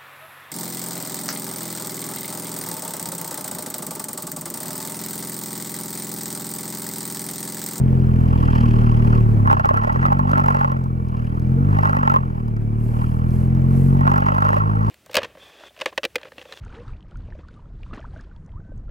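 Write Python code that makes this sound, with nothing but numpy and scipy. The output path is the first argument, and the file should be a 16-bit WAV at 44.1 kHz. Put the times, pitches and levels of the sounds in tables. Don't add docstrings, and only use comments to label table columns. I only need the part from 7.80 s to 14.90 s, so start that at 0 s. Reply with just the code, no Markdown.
import sys
import numpy as np
from scipy import signal
from scipy.fft import rfft, irfft, next_fast_len
from scipy.io import wavfile
from scipy.ndimage import uniform_filter1d

SR = 44100
rng = np.random.default_rng(int(sys.argv[2]) if len(sys.argv) > 2 else 0)


def store_wav(level_fs):
    pcm = np.round(np.clip(np.atleast_2d(level_fs), -1, 1) * 32767)
    wavfile.write(sys.argv[1], SR, pcm.T.astype(np.int16))


N = 313103

# t/s, speed/turns per s
ENGINE_SPEED = [(0.0, 43.81), (0.25, 42.57), (0.5, 40.8), (0.9, 38.44), (1.36, 38.36), (1.62, 35.17),
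                (1.74, 32.7), (1.85, 30.72), (2.06, 38.0), (2.16, 42.15), (2.29, 46.59), (2.5, 48.77),
                (2.9, 44.94), (3.2, 41.69), (3.42, 38.84), (3.66, 41.55), (3.9, 50.32), (4.05, 50.53),
                (4.35, 44.68), (4.6, 38.72), (4.81, 35.92), (5.3, 39.92), (5.7, 43.16), (6.1, 46.22),
                (6.45, 48.94), (7.1, 54.11)]
# t/s, level/dB
THROTTLE = [(0, -22.3), (.45, -22), (.9, -22.5), (1.36, -22.5), (1.6, -25), (1.72, -29), (1.85, -30),
            (2.06, -32.7), (2.2, -25), (2.32, -25), (2.5, -25.5), (2.9, -29), (3.2, -30), (3.42, -30.5),
            (3.62, -27), (3.78, -23), (3.92, -22.5), (4.05, -27), (4.35, -28), (4.6, -32), (4.81, -32),
            (5.3, -27), (5.7, -23.6), (6.1, -20.5), (6.45, -27), (6.75, -29.5), (7.1, -25.5)]
LOW_ORDERS_DB = [-0.1, 0.63, 3.5, -0.52, -0.35]
UPPER_ORDERS_DB = [2, 2, -0.5, -1.5, 1.0, -3.5, -6, -4.5]
# f/Hz, level/dB
CABIN_LOW = [(30, -3), (38, 4.5), (44, -2.6), (54, -0.5), (72, -4.7), (82, 3.5), (92, -1), (104, 8.5),
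             (113, 5.5), (121, 0), (131, 3.5), (143, 1), (155, -2), (175, -3.9), (200, -2.5), (220, -1.5),
             (240, -2), (270, -15.5)]
# f/Hz, level/dB
CABIN_UPPER = [(190, -21), (232, -14), (260, -29), (285, -26), (310, -27.5), (345, -36), (385, -27),
               (420, -49.5), (460, -29.5), (540, -67)]
# f/Hz, level/dB
MOUNT_CARRIED = [(240, -47), (285, -44.5), (325, -49), (365, -25.5), (410, -48), (540, -53.5)]
# f/Hz, level/dB per Hz
RUMBLE_COLOUR = [(25, -10.5), (60, -6.5), (140, -2.5), (250, -5), (340, -7.5), (420, -13.5), (460, -9),
                 (510, -18), (700, -20.5), (1200, -32), (2300, -37), (3500, -49.5), (6000, -53.5)]
# f/Hz, level/dB, time to die by 60 dB/s
TRIM_MODES = [(1350, -1.5, 0.0032), (1670, -8, 0.02), (2718, 6.5, 0.0034), (3260, -3.5, 0.0069),
              (4600, -6, 0.0023), (12700, -14.5, 0.0018)]
# f/Hz, level/dB, time to die by 60 dB/s
WHINE_MODE = [(2320, 0, 0.033)]
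# f/Hz, level/dB, time to die by 60 dB/s
HOUSING_MODES = [(370, -8, .015), (590, -6, .026), (855, -2, .03), (1085, -1, .032), (1340, -4, .032),
                 (1650, -9, .014), (1930, -12, .016), (2500, -19, .012)]
# f/Hz, level/dB, time to die by 60 dB/s
PANEL_MODES = [(537, -15, 0.0076), (894, -15.5, 0.013), (1102, -28, 0.073), (1490, -14, 0.0022),
               (1992, -34.5, 0.04), (2730, -25.5, 0.011)]
# f/Hz, level/dB per Hz
TICK_COLOUR = [(2500, 3), (5000, 7.5), (8000, -0.5), (12000, 2), (16000, -4.5)]
# start t/s, end t/s, level/dB before softening and the mount
RATTLE_SPELLS = [(1.71, 1.944, -23.5), (2.02, 2.1, -18.5), (2.194, 2.316, -22), (2.52, 2.83, -18.5),
                 (3.97, 4.335, -22.5), (6.274, 6.806, -19.5), (6.9, 7.1, -26)]
# t/s, blow level/dB before ringing, tick level/dB before smoothing
LOUD_KNOCKS = [(1.6728, -10, -29), (1.6986, -8, -50), (1.7105, -5, -29), (1.728, -6.5, -22),
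               (1.7674, -14, -49), (1.7956, -9.5, -29), (1.8457, -10.5, -53), (1.8559, -8.5, -23),
               (1.8893, -10, -24), (1.909, -13.5, -46), (1.9409, -10, -29), (1.972, -9, -28),
               (2.0345, -13, -33), (2.046, -14, -38), (2.158, -12.5, -39), (2.2273, -10, -35),
               (2.252, -8.5, -46), (2.2623, -14, -27), (2.3197, -10, -40), (2.3275, -25, -27),
               (2.3921, -12.5, -27), (2.5163, -32, -21.5), (2.5316, -9.5, -44), (2.5712, -17, -50),
               (2.5796, -11, -23), (2.6405, -14.5, -34), (2.662, -15, -26), (2.6828, -9, -27),
               (2.7053, -10, -29), (2.747, -12, -30), (2.769, -13, -34), (2.8106, -13, -37),
               (2.8448, -9, -34), (2.9178, -15.5, -32), (3.0405, -39, -31.5), (3.2868, -42, -35),
               (3.5967, -47, -31.5), (3.9868, -9.5, -30), (4.0318, -10.5, -28), (4.0534, -12.5, -25),
               (4.0718, -13, -29), (4.0938, -10.5, -27), (4.1293, -10.5, -30), (4.1677, -11, -28),
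               (4.2302, -11.5, -36), (4.2751, -9, -30), (4.298, -11.5, -25), (4.3183, -13, -30),
               (4.3392, -9.5, -30), (4.3609, -9.5, -29), (4.681, -32, -36), (4.7666, -31, -34),
               (5.507, -52, -31), (5.7506, -45, -32.5), (6.209, -17.5, -31.5), (6.268, -10, -50),
               (6.2752, -9.5, -30), (6.316, -11, -29), (6.3389, -11, -33), (6.3595, -10, -30),
               (6.38, -13, -25), (6.4213, -13, -38), (6.464, -10.5, -28), (6.4858, -12.5, -30),
               (6.519, -13.5, -40), (6.5477, -16, -28), (6.5814, -11.5, -30), (6.6226, -9, -31),
               (6.6497, -10, -25.5), (6.6661, -17, -36), (6.6887, -11, -25), (6.7295, -10, -30),
               (6.7663, -10, -32), (6.804, -19, -48), (7.0701, -44, -31)]
# f/Hz, level/dB per Hz
HISS_COLOUR = [(2350, -45), (4000, -1), (5950, 0), (6750, 1.5), (8110, 3.5), (12700, 6.5), (14700, -9),
               (15800, -23.5)]
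# middle t/s, length/s, level/dB at the middle before the waver
HAND_SLIDES = [(5.08, 0.32, -58.5), (5.23, 0.23, -61), (5.345, 0.19, -60), (5.58, 0.37, -57.5),
               (6.023, .45, -55)]

BOOM_HZ, BOOM_Q, START_RAD = 125.0, 1.6, 2.4
LEFT_CUT_HZ, LEFT_DB = 90.0, 2.4
SHAKE_HZ, SHAKE_WIDTH_HZ, SHAKE_PER_DB, OPEN_DB = 39.28, 0.64, 1.64, -22
RUMBLE_DB = -14.5
RASP_DB, RASP_FOLLOWS = -41.5, 1.19
RASP_IN_SPELL_DB = -33
BUZZ_DB, BUZZ_FOLLOWS = -23.5, 0.78
BORNE_DB = -2.5
SPELL_RISE_DB_PER_S, SPELL_FALL_DB_PER_S = 90, 89
LIGHT_RAD, LIGHT_SHARE = 0.866, .6
LIGHT_DB, LIGHT_TICK_DB, LIGHT_SPREAD_DB = -1.5, -26.5, 2
HISS_DB, HISS_FOLLOWS = -64.5, 0.44
CUTOFF_HZ = 15800
OPPOSITE = [[1], [-1]]


def from_db(db):
    return np.exp(np.asarray(db) * (np.log(10) / 20))


def power_sum(*levels_db):
    return 10 * np.log10(sum(from_db(2 * np.asarray(db)) for db in levels_db))


def rms_one(x):
    return x / np.sqrt(np.mean(x ** 2) + 1e-20)


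def in_time(rows):
    s, *columns = np.transpose(rows)
    return [np.interp(np.arange(N) / SR, s, column) for column in columns]


def at_hz(points, hz):
    table = np.array(points)
    return np.interp(np.log(hz), np.log(table[:, 0]), table[:, 1])


def drift(rate):
    step = 40
    r = np.exp(-2 * np.pi * step * rate / SR)
    noise = rng.standard_normal(N // step + 2002)
    slow = signal.lfilter([1], [1, -2 * r, r * r], noise)[2000:]
    return np.interp(np.arange(N) / step, np.arange(len(slow)), rms_one(slow))


def coloured(spectrum, alike):
    size = next_fast_len(N)
    hz = np.maximum(np.fft.rfftfreq(size, 1 / SR), 1)
    gain = from_db(at_hz(spectrum, hz))
    mid, side = irfft(rfft(rng.standard_normal((2, size))) * gain, size)[:, :N]
    alike = np.clip(alike, -1, 1)
    return rms_one(np.sqrt(1 + alike) * mid + np.sqrt(1 - alike) * side * OPPOSITE)


def ring(clicks, modes, scatter_db):
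    out = 0
    for k, (hz, level_db, t60) in enumerate(modes):
        r = from_db(-60 / (t60 * SR))
        w = 2 * np.pi * hz / SR
        share = (-1) ** k * from_db(level_db + scatter_db * drift(29))
        driven = clicks * share + 1e-18
        out = out + signal.lfilter([0, np.sin(w)], [1, -2 * r * np.cos(w), r * r], driven)
    return out


def touches(angle, per_s, turn, depth):
    bunch = np.exp(depth * np.cos(angle - turn) + .18 * drift(25))
    return (rng.random(N) < per_s / SR) * rng.uniform(-1.24, 1, N) * bunch


def engine(turns, throttle_db):
    angle = START_RAD + 2 * np.pi * np.cumsum(turns) / SR
    air, carried = 0, 0
    low_db = [throttle_db + db + at_hz(CABIN_LOW, (k + 1) * turns) for k, db in enumerate(LOW_ORDERS_DB)]
    load_db = power_sum(*low_db)
    for k in range(1, 14):
        hz = k * turns
        low = k <= len(low_db)
        if low:
            level_db = low_db[k - 1]
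        else:
            level_db = load_db + at_hz(CABIN_UPPER, hz) + UPPER_ORDERS_DB[k - 6] + 2.8 * drift(3.3)
        lag = 1.5 * np.arctan2(hz / BOOM_HZ / BOOM_Q, 1 - (hz / BOOM_HZ) ** 2) - 3.35
        wobble = .02 * k * drift(9)
        wave = np.sqrt(2) * np.cos(k * angle - lag + wobble)
        air = air + from_db(level_db + 0.57 * drift(2.3)) * wave
        if not low:
            carried = carried + from_db(load_db + at_hz(MOUNT_CARRIED, hz)) * wave
    return np.array([left_port(air) + carried, air - carried]), angle, load_db


def left_port(x):
    return from_db(LEFT_DB) * signal.lfilter(*signal.butter(1, LEFT_CUT_HZ, "high", fs=SR), x)


def shake(turns, throttle_db):
    off_peak = (turns - SHAKE_HZ) / SHAKE_WIDTH_HZ
    return SHAKE_PER_DB * (throttle_db - OPEN_DB) - 10 * np.log10(1 + off_peak ** 2)


def road_rumble(load_db):
    waver_db = 1.2 * drift(8)
    return from_db(load_db + RUMBLE_DB + waver_db) * coloured(RUMBLE_COLOUR, alike=0.42)


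def trim_rasp(angle, level_db):
    shared, own = (rms_one(ring(touches(angle, per_s=5000, turn=5.5, depth=.8), TRIM_MODES, scatter_db=2))
                   for _ in range(2))
    return from_db(level_db) * (shared + 0.6 * own * OPPOSITE)


def whine():
    return from_db(-65.5) * rms_one(ring(rng.standard_normal(N), WHINE_MODE, scatter_db=0))


def housing(angle, spell_db, buzz_db):
    blows, ticks = knocks(angle, spell_db)
    small = touches(angle, per_s=4000, turn=6.0, depth=.7)
    small_ring = np.std(ring(small, HOUSING_MODES, scatter_db=-0.5))
    force = blows + small / small_ring * from_db(buzz_db)
    soft = signal.sosfilt(signal.butter(4, 2600, fs=SR, output="sos"), force)
    borne = ring(soft, HOUSING_MODES, scatter_db=3.0) * from_db([[-.4], [.4]]) * OPPOSITE
    air = ring(soft, PANEL_MODES, scatter_db=1.5)
    contacts = ticks + np.abs(force) * from_db(-38.5)
    burst = signal.lfilter([1], [1, -np.exp(-1 / (0.00039 * SR))], contacts)
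    burst = uniform_filter1d(burst, size=200)
    bright = burst * coloured(TICK_COLOUR, alike=0.75) * from_db([[1.5], [-1.5]])
    return from_db(BORNE_DB) * borne + air + bright


def spells():
    t = np.arange(N) / SR
    levels = []
    for start, end, db in RATTLE_SPELLS:
        rise = SPELL_RISE_DB_PER_S * np.maximum(start - t, 0)
        fall = SPELL_FALL_DB_PER_S * np.maximum(t - end, 0)
        levels.append(db - rise - fall)
    return np.max(levels, axis=0)


def knocks(angle, spell_db):
    rows = np.array(LOUD_KNOCKS)
    at = (rows[:, 0] * SR).astype(int)
    turn = np.flatnonzero(np.diff(np.floor((angle - LIGHT_RAD) / (2 * np.pi))))
    chance, size, shine = rng.random((400, 3))[:len(turn)].T
    clear = np.abs(turn[:, None] - at).min(axis=1) > .012 * SR
    light = (chance < LIGHT_SHARE) & clear
    light_db = spell_db[turn] + LIGHT_DB + LIGHT_SPREAD_DB * (2 * size - 2.5)
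    light_tick_db = spell_db[turn] + LIGHT_TICK_DB + 2 * LIGHT_SPREAD_DB * (2 * shine + 3)
    blows, ticks = np.zeros((2, N))
    blows[turn] = light * -from_db(light_db)
    ticks[turn] = light * from_db(light_tick_db)
    blows[at] = -from_db(rows[:, 1])
    ticks[at] = from_db(rows[:, 2])
    after = signal.lfilter([1], [1, -np.exp(-1 / (.005 * SR))], blows)
    small_hits = (rng.random(N) < 5000 / SR) * rng.uniform(-1.78, 1, N) * 0.5
    return blows + uniform_filter1d(after, size=130) * small_hits, ticks


def hiss_and_hands(shake_db):
    t = np.arange(N) / SR
    slides = sum(from_db(db) * np.cos(np.pi * np.clip((t - middle) / length, -.5, .5)) ** 2
                 for middle, length, db in HAND_SLIDES)
    floor = from_db(HISS_DB + HISS_FOLLOWS * shake_db)
    waver_db = 1.2 * drift(20)
    return np.hypot(floor, slides) * from_db(waver_db) * coloured(HISS_COLOUR, alike=.35)


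def scene():
    (turns,), (throttle_db,) = in_time(ENGINE_SPEED), in_time(THROTTLE)
    spell_db = spells()
    beat, angle, load_db = engine(turns, throttle_db)
    shake_db = shake(turns, throttle_db)
    rumble = road_rumble(load_db)
    rasp_db = power_sum(spell_db + RASP_IN_SPELL_DB, RASP_DB + RASP_FOLLOWS * shake_db)
    rasp = trim_rasp(angle, rasp_db)
    buzz_db = power_sum(spell_db, BUZZ_DB + BUZZ_FOLLOWS * shake_db)
    rattle = housing(angle, spell_db, buzz_db)
    return beat + rumble + rasp + whine() + rattle + hiss_and_hands(shake_db)


def record(dry):
    rounded = 1.2 * np.tanh(dry / 1.2)
    return signal.sosfilt(signal.ellip(10, .5, 70, CUTOFF_HZ, fs=SR, output="sos"), rounded)


dry = scene()
out = record(dry)
store_wav(out)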